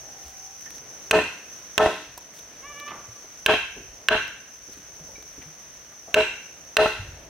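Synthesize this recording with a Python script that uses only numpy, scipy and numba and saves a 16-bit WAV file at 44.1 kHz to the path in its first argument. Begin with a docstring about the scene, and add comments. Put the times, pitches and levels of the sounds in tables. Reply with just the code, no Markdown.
"""A farm yard, where a wooden mallet drives a chisel into a timber beam close to the microphone.
Each impact tears fibres, excites the damped modes of mallet and beam, and scatters back from huts
and trees; a limiter holds it down. Distant cicadas hiss, leaves rustle and wind stirs the bass.
A faint pair of tones opens the scene, small taps fall between the blows and a fowl calls once."""
import sys
import numpy as np
from scipy import signal
from scipy.fft import rfft, irfft, next_fast_len
from scipy.io import wavfile
from scipy.ndimage import uniform_filter1d
from numba import njit

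SR = 44100
rng = np.random.default_rng(int(sys.argv[2]) if len(sys.argv) > 2 else 0)


def store_wav(level_fs):
    """Save 16-bit WAV to argv[1]."""
    pcm = np.round(np.clip(np.atleast_2d(level_fs), -1, 1) * 32767)
    wavfile.write(sys.argv[1], SR, pcm.T.astype(np.int16))


N = 321489

# Level of the cicada hiss as heard, dipping after blows as the recorder turns its gain down:
# (time [s], level [dB])
HEARD_HISS_LEVELS = [(0.0, -43.5), (1.05, -42.5), (1.25, -47), (1.75, -44), (1.95, -47.5), (3.4, -44.5),
                     (3.7, -47.5), (5.1, -45), (6.1, -46), (7.29, -48.5)]
# Noise spectra, each (frequency [Hz], relative spectral level [dB])
CICADA_SPECTRUM = [(2940, -27), (5000, -12), (5230, -12), (5610, 3.5), (5960, 9), (6240, 6), (6520, 2.5),
                   (6900, -61), (7030, -67), (7200, -77), (9360, -45), (15800, -120)]
RUSTLE_SPECTRUM = [(100, 1), (200, 1.5), (400, 2), (650, 3.5), (1000, -5.5), (1700, -3), (3000, -7),
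                   (5000, -14), (8000, -19.5), (12000, -24), (16000, -27.5)]
CRACK_SPECTRUM = [(1500, -88), (2500, 6.5), (3500, -3.5), (4800, -12), (6000, -10), (9000, -16.5),
                  (13000, -30), (17000, -16)]
SPLINTER_SPECTRUM = [(800, -5), (1500, 3), (3500, 6), (5000, -1.5), (8000, -9), (12000, -13.5),
                     (17000, -23)]
WIND_SPECTRUM = [(15, -4), (30, 11), (60, 13), (110, 4.5), (150, 1.5), (300, -80)]
GRIT_SPECTRUM = [(1500, -7), (3500, -2.5), (9000, -8.5), (16000, -9)]
# Swells of wind: (peak time [s], level [dB], half-width [s])
WIND_GUSTS = [(2.68, -61, 0.1), (3.86, -52.5, 0.15), (4.754, -59, 0.035), (5.218, -56, 0.17),
              (5.797, -62, 0.082), (7.1, -44, 0.14)]
# A tool sliding on wood: (time [s], duration [s], level [dB])
TOOL_SCRAPES = [(0.209, 0.15, -55.5), (0.7, 0.073, -60), (2.326, 0.09, -52.5), (4.71, 0.048, -55)]
# Ticks of grit and leaves: (time [s], level [dB], left minus right [dB])
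GRIT_TICKS = [(0.282, -38, 0.5), (0.383, -43, -7), (0.61, -38, -11), (0.7064, -34, -6), (0.752, -36.5, -4),
              (0.782, -37, -9), (4.279, -35, -1.0), (5.226, -39, -2)]
# Wind striking the microphone: (time [s], peak level [dB], frequency [Hz], time scale [s])
WIND_PUFFS = [(0.217, -42, 65.4, 0.043), (3.076, -40, 113, 0.015), (4.999, -43, 158, 0.015),
              (5.45, -42, 156, 0.019), (6.985, -27.5, 98, 0.026), (7.062, -36, 83, 0.028)]
# Chips, tool and hand on wood: (time [s], knock peak [dB], frequency [Hz], left minus right [dB],
# burst length [s], 60 dB decay [cycles], relative tick level [dB])
WOOD_TAPS = [(0.661, -40, 1830, -14, 0.033, 43, -27), (2.177, -34, 1032, -3, 0.0098, 18, 0.5),
             (2.337, -44, 1910, -8, 0.017, 5.6, -11), (2.389, -43.5, 4230, -6, 0.012, 14, -1.5),
             (2.799, -33.5, 3600, -6, 0.0069, 6.3, -5), (2.878, -33, 2800, -5, 0.067, 4.9, -19),
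             (2.906, -29, 1130, -5, 0.077, 7.4, -45), (2.922, -42, 620, 0, 0.021, 19, -34),
             (2.942, -36.5, 1111, 4, 0.16, 2.3, -42), (3.241, -40, 702, -1, 0.022, 2.8, -38),
             (3.764, -34.5, 393, 2.5, 0.074, 7.2, -34), (4.685, -38, 353, 0, 0.054, 2.7, -33),
             (4.769, -42, 234, 1, 0.047, 4.4, -11), (4.989, -42.5, 590, 3, 0.023, 5, -17),
             (5.088, -40, 526, 3, 0.019, 22, -23), (5.154, -38.5, 2300, -2, 0.052, 66, -32),
             (5.18, -40, 410, 1, 0.02, 25, -21), (5.377, -37, 225, -2, 0.037, 3, -24),
             (5.419, -36, 2240, 6.5, 0.032, 3.6, -17), (5.922, -41, 1210, 7, 0.021, 4.6, -15),
             (6.076, -34.5, 683, 3, 0.1, 18, -34)]
# Reverberation of the yard: (band centre [Hz], level [dB], 60 dB decay [s])
ECHO_BANDS = [(257, -61, 0.082), (495, -29.5, 0.28), (1045, -31, 0.45), (1950, -30, 0.58),
              (3810, -31, 0.55), (8300, -36.5, 0.58), (14200, -42, 0.37)]
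# Impacts: (time [s], strength re limiter threshold [dB], low mallet trim [dB], crack trim [dB],
# beam trim [dB], beam bass trim [dB], beam middle trim [dB], beam upper trim [dB], beam lag [s],
# chatter time scale [s], delay until the beam lands again [s], landing gain [dB])
IMPACTS = [(1.111, 6.5, -9, 4, 2, 2.5, 5.5, 0.5, 0.015, 0.021, 0.076, -4),
           (1.779, 4, -9.5, 3.5, 1.5, 1.5, 8.5, 6, 0.006, 0.037, 0.081, 1.5),
           (3.462, 8.5, -6.5, 0.5, -5, 1, 7.5, 4.5, 0.019, 0.018, 0.075, -1),
           (4.0856, 8, -4.5, -4, -9.5, 4, 9.5, 6, 0.019, 0.019, 0.063, -3),
           (6.143, 7, -8, 1, -1.5, -3, 9, -4, 0.0125, 0.018, 0.062, 0.5),
           (6.768, 9.5, -11, 0.5, -3, -6.5, 9, 1.5, 0.011, 0.029, 0.09, -1)]
# Normal modes, each (frequency [Hz], relative level [dB], 60 dB decay [s])
MALLET_MODES = [(1066, -12.5, 0.026), (1558, -1, 0.025), (1740, -4.5, 0.022), (2090, -4, 0.0059),
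                (2736, 0.5, 0.013), (2873, -3.5, 0.012), (2988, -6, 0.013), (4030, -11, 0.015)]
BEAM_MODES = [(91.6, -18, 0.11), (154.3, -25, 0.071), (191.7, -12, 0.045), (258, -18.5, 0.08),
              (303, -9.5, 0.06), (368.4, -13.5, 0.19), (432.2, 3, 0.12), (507, -22, 0.12),
              (633, 1.5, 0.037), (709, -9, 0.088), (769, -2.5, 0.022), (861.5, -8.5, 0.065),
              (955, -2.5, 0.032), (1052, -13.5, 0.15), (1318, -3, 0.033), (1792, -8.5, 0.065)]
# Fundamental of the call: (time [s], frequency [Hz])
FOWL_CONTOUR = [(2.62, 520), (2.665, 578), (2.72, 585), (2.74, 567), (2.78, 577), (2.89, 585), (3.26, 586)]
# Harmonics of the call: (harmonic number [-], relative level [dB])
FOWL_HARMONICS = [(1, -9), (2, 4.5), (3, 1.5), (4, 3.5), (5, 2), (6, -6)]

THRESHOLD_DB = -6.5  # of the limiter
TIME = np.arange(N) / SR


def undb(db):
    """Amplitude ratio of a level in decibels."""
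    return 10 ** (np.asarray(db) / 20)


def unit(x):
    """Normalisation to an rms of 1."""
    return x / np.sqrt(np.mean(x ** 2))


def curve(table):
    """Linear interpolation of (time [s], value) points at every sample."""
    return np.interp(TIME, *np.transpose(table))


def coloured(points, size):
    """Spectral shaping of white noise by (frequency [Hz], level [dB]) points."""
    hz, db = np.transpose(points)
    fast = next_fast_len(size)
    bins = np.maximum(np.fft.rfftfreq(fast, 1 / SR), 1)
    gain = undb(np.interp(np.log(bins), np.log(hz), db))
    return unit(irfft(rfft(rng.standard_normal(fast)) * gain, fast)[:size])


def wide(points, width, size):
    """Partly coherent stereo noise: a common part plus a part in antiphase."""
    mid, side = coloured(points, size), coloured(points, size)
    return (mid + width * side * np.array([[1], [-1]])) / np.sqrt(1 + width ** 2)


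def walk(rate_hz):
    """Smoothed random fluctuation with an rms of 1."""
    hold = int(SR / rate_hz)
    steps = np.repeat(rng.standard_normal(N // hold + 1), hold)
    return unit(uniform_filter1d(uniform_filter1d(steps, hold), hold)[:N])


def ring(force, hz, t60):
    """Forced response of one damped mode."""
    pole = np.exp(2j * np.pi * hz / SR - np.log(1000) / (max(t60, .002) * SR))
    return signal.lfilter([1], [1, -pole], force).imag


def add(out, x, s, pan_db):
    """Superposition of a sound at time s, placed by a left-right level difference."""
    i = int(s * SR)
    x = x[..., :N - i]
    out[:, i:i + x.shape[-1]] += x * undb(np.array([[pan_db], [-pan_db]]) / 2)


def after_blows(peak_s):
    """Build-up and decay: an envelope that peaks peak_s after every impact."""
    ages = [(np.maximum(TIME - s, 0) / peak_s, db) for s, db, *_ in IMPACTS]
    return sum(undb(db) * age * np.exp(1 - age) for age, db in ages)


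def cicadas():
    """Incoherent summation: many cicadas blur into one band of noise."""
    chorus = wide([(4300, -50)] + list(CICADA_SPECTRUM) + [(7800, -18.5)], 1, N)
    return chorus * undb(curve(HEARD_HISS_LEVELS) + walk(21) + 0.99 * walk(120))


def rustle():
    """Broadband noise of leaves and the far yard; scattering from trees swells it after each blow."""
    low = [(60, -39)] + [p for p in RUSTLE_SPECTRUM if p[0] < 1200] + [(1400, -37)]
    high = [(700, -27)] + [p for p in RUSTLE_SPECTRUM if p[0] > 900]
    noise = wide(low, 0.42, N) * undb(2 * walk(3.1) - 4.5)
    noise += wide(high, 0.65, N) * undb(walk(8.4) - 3)
    return noise * (undb(-50.5) + undb(-56) * after_blows(peak_s=0.052))


def wind_and_thud():
    """Low-frequency pressure fluctuation: wind on the microphone, and the ground's thud after a blow."""
    rumble = wide(WIND_SPECTRUM, 0.01, N) * undb(2 * walk(20))
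    gusts = sum(undb(db) * np.exp(-((TIME - s) / width_s) ** 2) for s, db, width_s in WIND_GUSTS)
    breeze, thud = undb(-64.5), undb(-56.5) * after_blows(peak_s=0.044)
    return rumble * (breeze + gusts + thud)


def hum(lowest_hz=734, gap_hz=59.9, lowest_s=0.29, end_s=0.615):
    """Frequency modulation: two faint wavering tones sag, rise again and fade."""
    hz = lowest_hz + 670 * (np.minimum(TIME, end_s) - lowest_s) ** 2
    fade = np.clip((end_s - TIME) / 0.1, 0, 1) * np.clip(TIME / 0.066, 0, 1)
    tones = 0
    for pitch in (hz, hz + gap_hz):
        amplitude = undb(-57.5 + 1.9 * walk(16.4))
        tones += amplitude * np.sin(2 * np.pi * np.cumsum(pitch * (1 + 0.0047 * walk(36.4))) / SR)
    return fade * tones


def grit():
    """Brief contacts of grit and leaves tick; sliding friction of a tool gives grainy treble noise."""
    out, t = np.zeros((2, N)), np.arange(SR // 4) / SR
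    for s, db, pan_db in GRIT_TICKS:
        add(out, undb(db) * coloured(GRIT_SPECTRUM, len(t)) * np.exp(-t / 0.00099), s, pan_db)
    for s, length_s, db in TOOL_SCRAPES:
        grain = undb(18 * uniform_filter1d(rng.standard_normal(len(t)), size=16))
        stroke = np.sin(np.pi * np.clip(t / length_s, 0, 1))
        add(out, undb(db) * coloured(GRIT_SPECTRUM, len(t)) * grain * stroke, s, pan_db=-2)
    return out


def puffs():
    """Pressure bursts of wind give narrow-band rumbles, in phase at both microphone ports."""
    out, t = np.zeros((2, N)), np.arange(SR // 2) / SR
    for s, db, hz, scale_s in WIND_PUFFS:
        pressure = rng.standard_normal(len(t)) * (t / scale_s) * np.exp(-(t / scale_s) ** 2)
        rumble = ring(pressure, hz, t60=0.17)
        add(out, undb(db) * rumble / np.abs(rumble).max(), s, pan_db=0)
    return out


def taps():
    """Resonance of wood: a rough contact drives two damped modes and is itself heard as a tick."""
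    out, t = np.zeros((2, N)), np.arange(SR // 4) / SR
    for s, db, hz, pan_db, length_s, cycles, tick_db in WOOD_TAPS:
        force = rng.standard_normal(len(t)) * np.exp(-t / length_s * 2)
        knock = ring(force, hz, cycles / hz) + 0.14 * ring(force, 1.69 * hz, 1.8 * cycles / hz)
        add(out, undb(db) * (knock / np.abs(knock).max() + undb(tick_db) * force), s, pan_db)
    return out


def yard_echoes(near, rise_s=0.032):
    """Diffuse scattering: dense echoes build up, then die fastest in the bass and the top treble."""
    t, response = np.arange(SR) / SR, 0
    for hz, db, t60 in ECHO_BANDS:
        octave = [(hz / 2, -50), (hz / np.sqrt(2), 0), (hz * np.sqrt(2), 0), (hz * 2, -50)]
        band = wide(octave, 0.59 * min(hz / 2000, 1.5), SR)
        response += band * undb(db - 60 * t / t60) * np.sqrt(hz / SR)
    response *= 1 - np.exp(-(t / rise_s) ** 2)
    return signal.fftconvolve(near.mean(axis=0, keepdims=True), response, axes=1)[:, :N]


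def crack(t, lag_s, chatter_s, width=0.43):
    """Fracture noise: fibres tear under the edge, and chips go on splitting while the beam shakes."""
    tear = undb(-8.5) * wide(CRACK_SPECTRUM, width, len(t)) * np.exp(-t / 0.0025)
    age = np.maximum(t - lag_s, 0) / (1.81 * chatter_s)
    return tear + undb(-41) * wide(SPLINTER_SPECTRUM, width, len(t)) * age * np.exp(1 - age)


def mallet_ring(force, low_db):
    """Modal superposition: the mallet's modes alternate in sign and detune slightly with each blow."""
    out = 0
    for k, (hz, db, t60) in enumerate(MALLET_MODES):
        gain = (-1) ** k * undb(db + (low_db if hz < 2000 else 0))
        out += gain * ring(force, hz * (1 + .006 * rng.standard_normal()), t60)
    return out


def beam_mode(t, contact, landing, hz, t60, lag_s, chatter_s):
    """Forced vibration: one mode answers the blow, the beam's chatter on its rest and its landing."""
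    age = np.maximum(t - lag_s, 0) / (chatter_s * (1.6 if hz < 330 else 1))  # the bass rocks longer
    in_step = (0.3 if 400 < hz < 700 else 0.06) * np.cos(2 * np.pi * (hz * t + rng.random()))
    chatter = (rng.standard_normal(len(t)) + in_step) * np.sqrt(age) * np.exp(-age)
    shaken = ring(chatter, hz, t60)
    clean_blow_energy = np.sum(ring(contact, hz, t60) ** 2)
    shaken *= np.sqrt(clean_blow_energy / np.sum(shaken ** 2))
    return shaken + ring(0.19 * contact + (.6 if hz > 700 else .1) * landing, hz, t60)


def blows():
    """Impulse excitation: a short contact cracks the wood and rings mallet and beam; the beam rebounds."""
    strikes, beams, t = np.zeros((2, N)), np.zeros((2, N)), np.arange(SR // 2) / SR
    contact = np.exp(-t / .00003)
    contact /= contact.sum()
    for (s, db, low_db, crack_db, beam_db, bass_db, middle_db, upper_db,
         lag_s, chatter_s, landing_s, landing_db) in IMPACTS:
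        strength = undb(db + THRESHOLD_DB)
        skid = rng.standard_normal(len(t)) * np.exp(-t / 0.004)
        landing = undb(landing_db) * np.roll(skid / np.linalg.norm(skid), int(landing_s * SR))
        add(strikes, strength * undb(crack_db) * crack(t, lag_s, chatter_s), s, pan_db=1)
        add(strikes, strength * mallet_ring(contact + undb(-18) * landing, low_db), s, pan_db=-5)
        for hz, mode_db, t60 in BEAM_MODES:
            mode = beam_mode(t, contact, landing, hz, t60, lag_s, chatter_s)
            trim_db = upper_db if hz > 700 else middle_db if hz > 500 else bass_db if hz < 330 else 0
            pan_db = (hz > 330) * (1 + 1.5 * rng.standard_normal())
            add(beams, strength * undb(mode_db + trim_db + beam_db - 12.5) * mode, s, pan_db)
    return strikes, beams


def fowl(start_s=2.615, closing_s=2.916, flutter_hz=17.5):
    """A harmonic series: one nasal call swells and flutters, then fades and dulls as the beak closes."""
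    phase = 2 * np.pi * np.cumsum(curve(FOWL_CONTOUR) * (1 + 0.003 * walk(60))) / SR
    age, closed_s = np.clip(TIME - start_s, 0, 1), np.clip(TIME - closing_s, 0, 1)
    shut = np.minimum(closed_s / 0.02, 1)
    level_db = -54 + 18 * (age - closed_s) - 52 * closed_s - 6 * shut
    gate = np.clip(age / 0.014, 0, 1) * (closed_s < 1)
    flutter = 1 + 0.8 * np.cos(2 * np.pi * flutter_hz * (TIME - 2.768))
    loss_db = 1 + 1.2 * np.exp(-age / 0.041) + 3 * shut + 40 * closed_s  # per harmonic above the second
    voice = 0
    for k, db in FOWL_HARMONICS:
        amplitude = undb(db - loss_db * max(k - 2, 0) + 2 * walk(32))
        voice += amplitude * (flutter if k < 3 else 1) * np.sin(k * phase)
    return np.sqrt(2) * gate * undb(level_db) * voice * undb([[-1.2], [1.2]])


def scene():
    """Superposition of direct sound, its echoes and the background."""
    (strikes, beam), knocks, call = blows(), taps(), fowl()
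    echoes = yard_echoes(strikes + undb(-7.5) * beam + undb(-6) * knocks + undb(-8) * call)
    direct = strikes + beam + knocks + call + grit() + puffs() + hum()
    return direct + echoes + cicadas() + rustle() + wind_and_thud()


@njit
def follow(level, attack, release):
    """Envelope detection with separate rates of rise and fall."""
    envelope, out = 0., np.empty(len(level))
    for i in range(len(level)):
        envelope += (level[i] - envelope) * (attack if level[i] > envelope else release)
        out[i] = envelope
    return out


def record(dry, low_hz=43, top_hz=16000, ratio=6.4, attack_s=0.00042, release_s=0.0035, ceiling=.7):
    """Band limiting and compression: a limiter ducks all under a blow; the first spike clips softly."""
    dry = signal.sosfilt(signal.butter(2, low_hz, "high", fs=SR, output="sos"), dry)
    # the two ports lie close together, so they receive the same bass
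    side = signal.sosfilt(signal.butter(2, 250, "high", fs=SR, output="sos"), dry[0] - dry[1]) / 2
    dry = dry.mean(axis=0) + side * np.array([[1], [-1]])
    envelope = follow(np.abs(dry).max(axis=0), 1 / (attack_s * SR), 1 / (release_s * SR))
    gain = np.minimum(1, undb(THRESHOLD_DB) / (envelope + 1e-9)) ** (1 - 1 / ratio)
    held = ceiling * np.tanh(dry * gain / ceiling)
    return signal.sosfilt(signal.ellip(8, .2, 70, top_hz, fs=SR, output="sos"), held)


dry = scene()
out = record(dry)
store_wav(out)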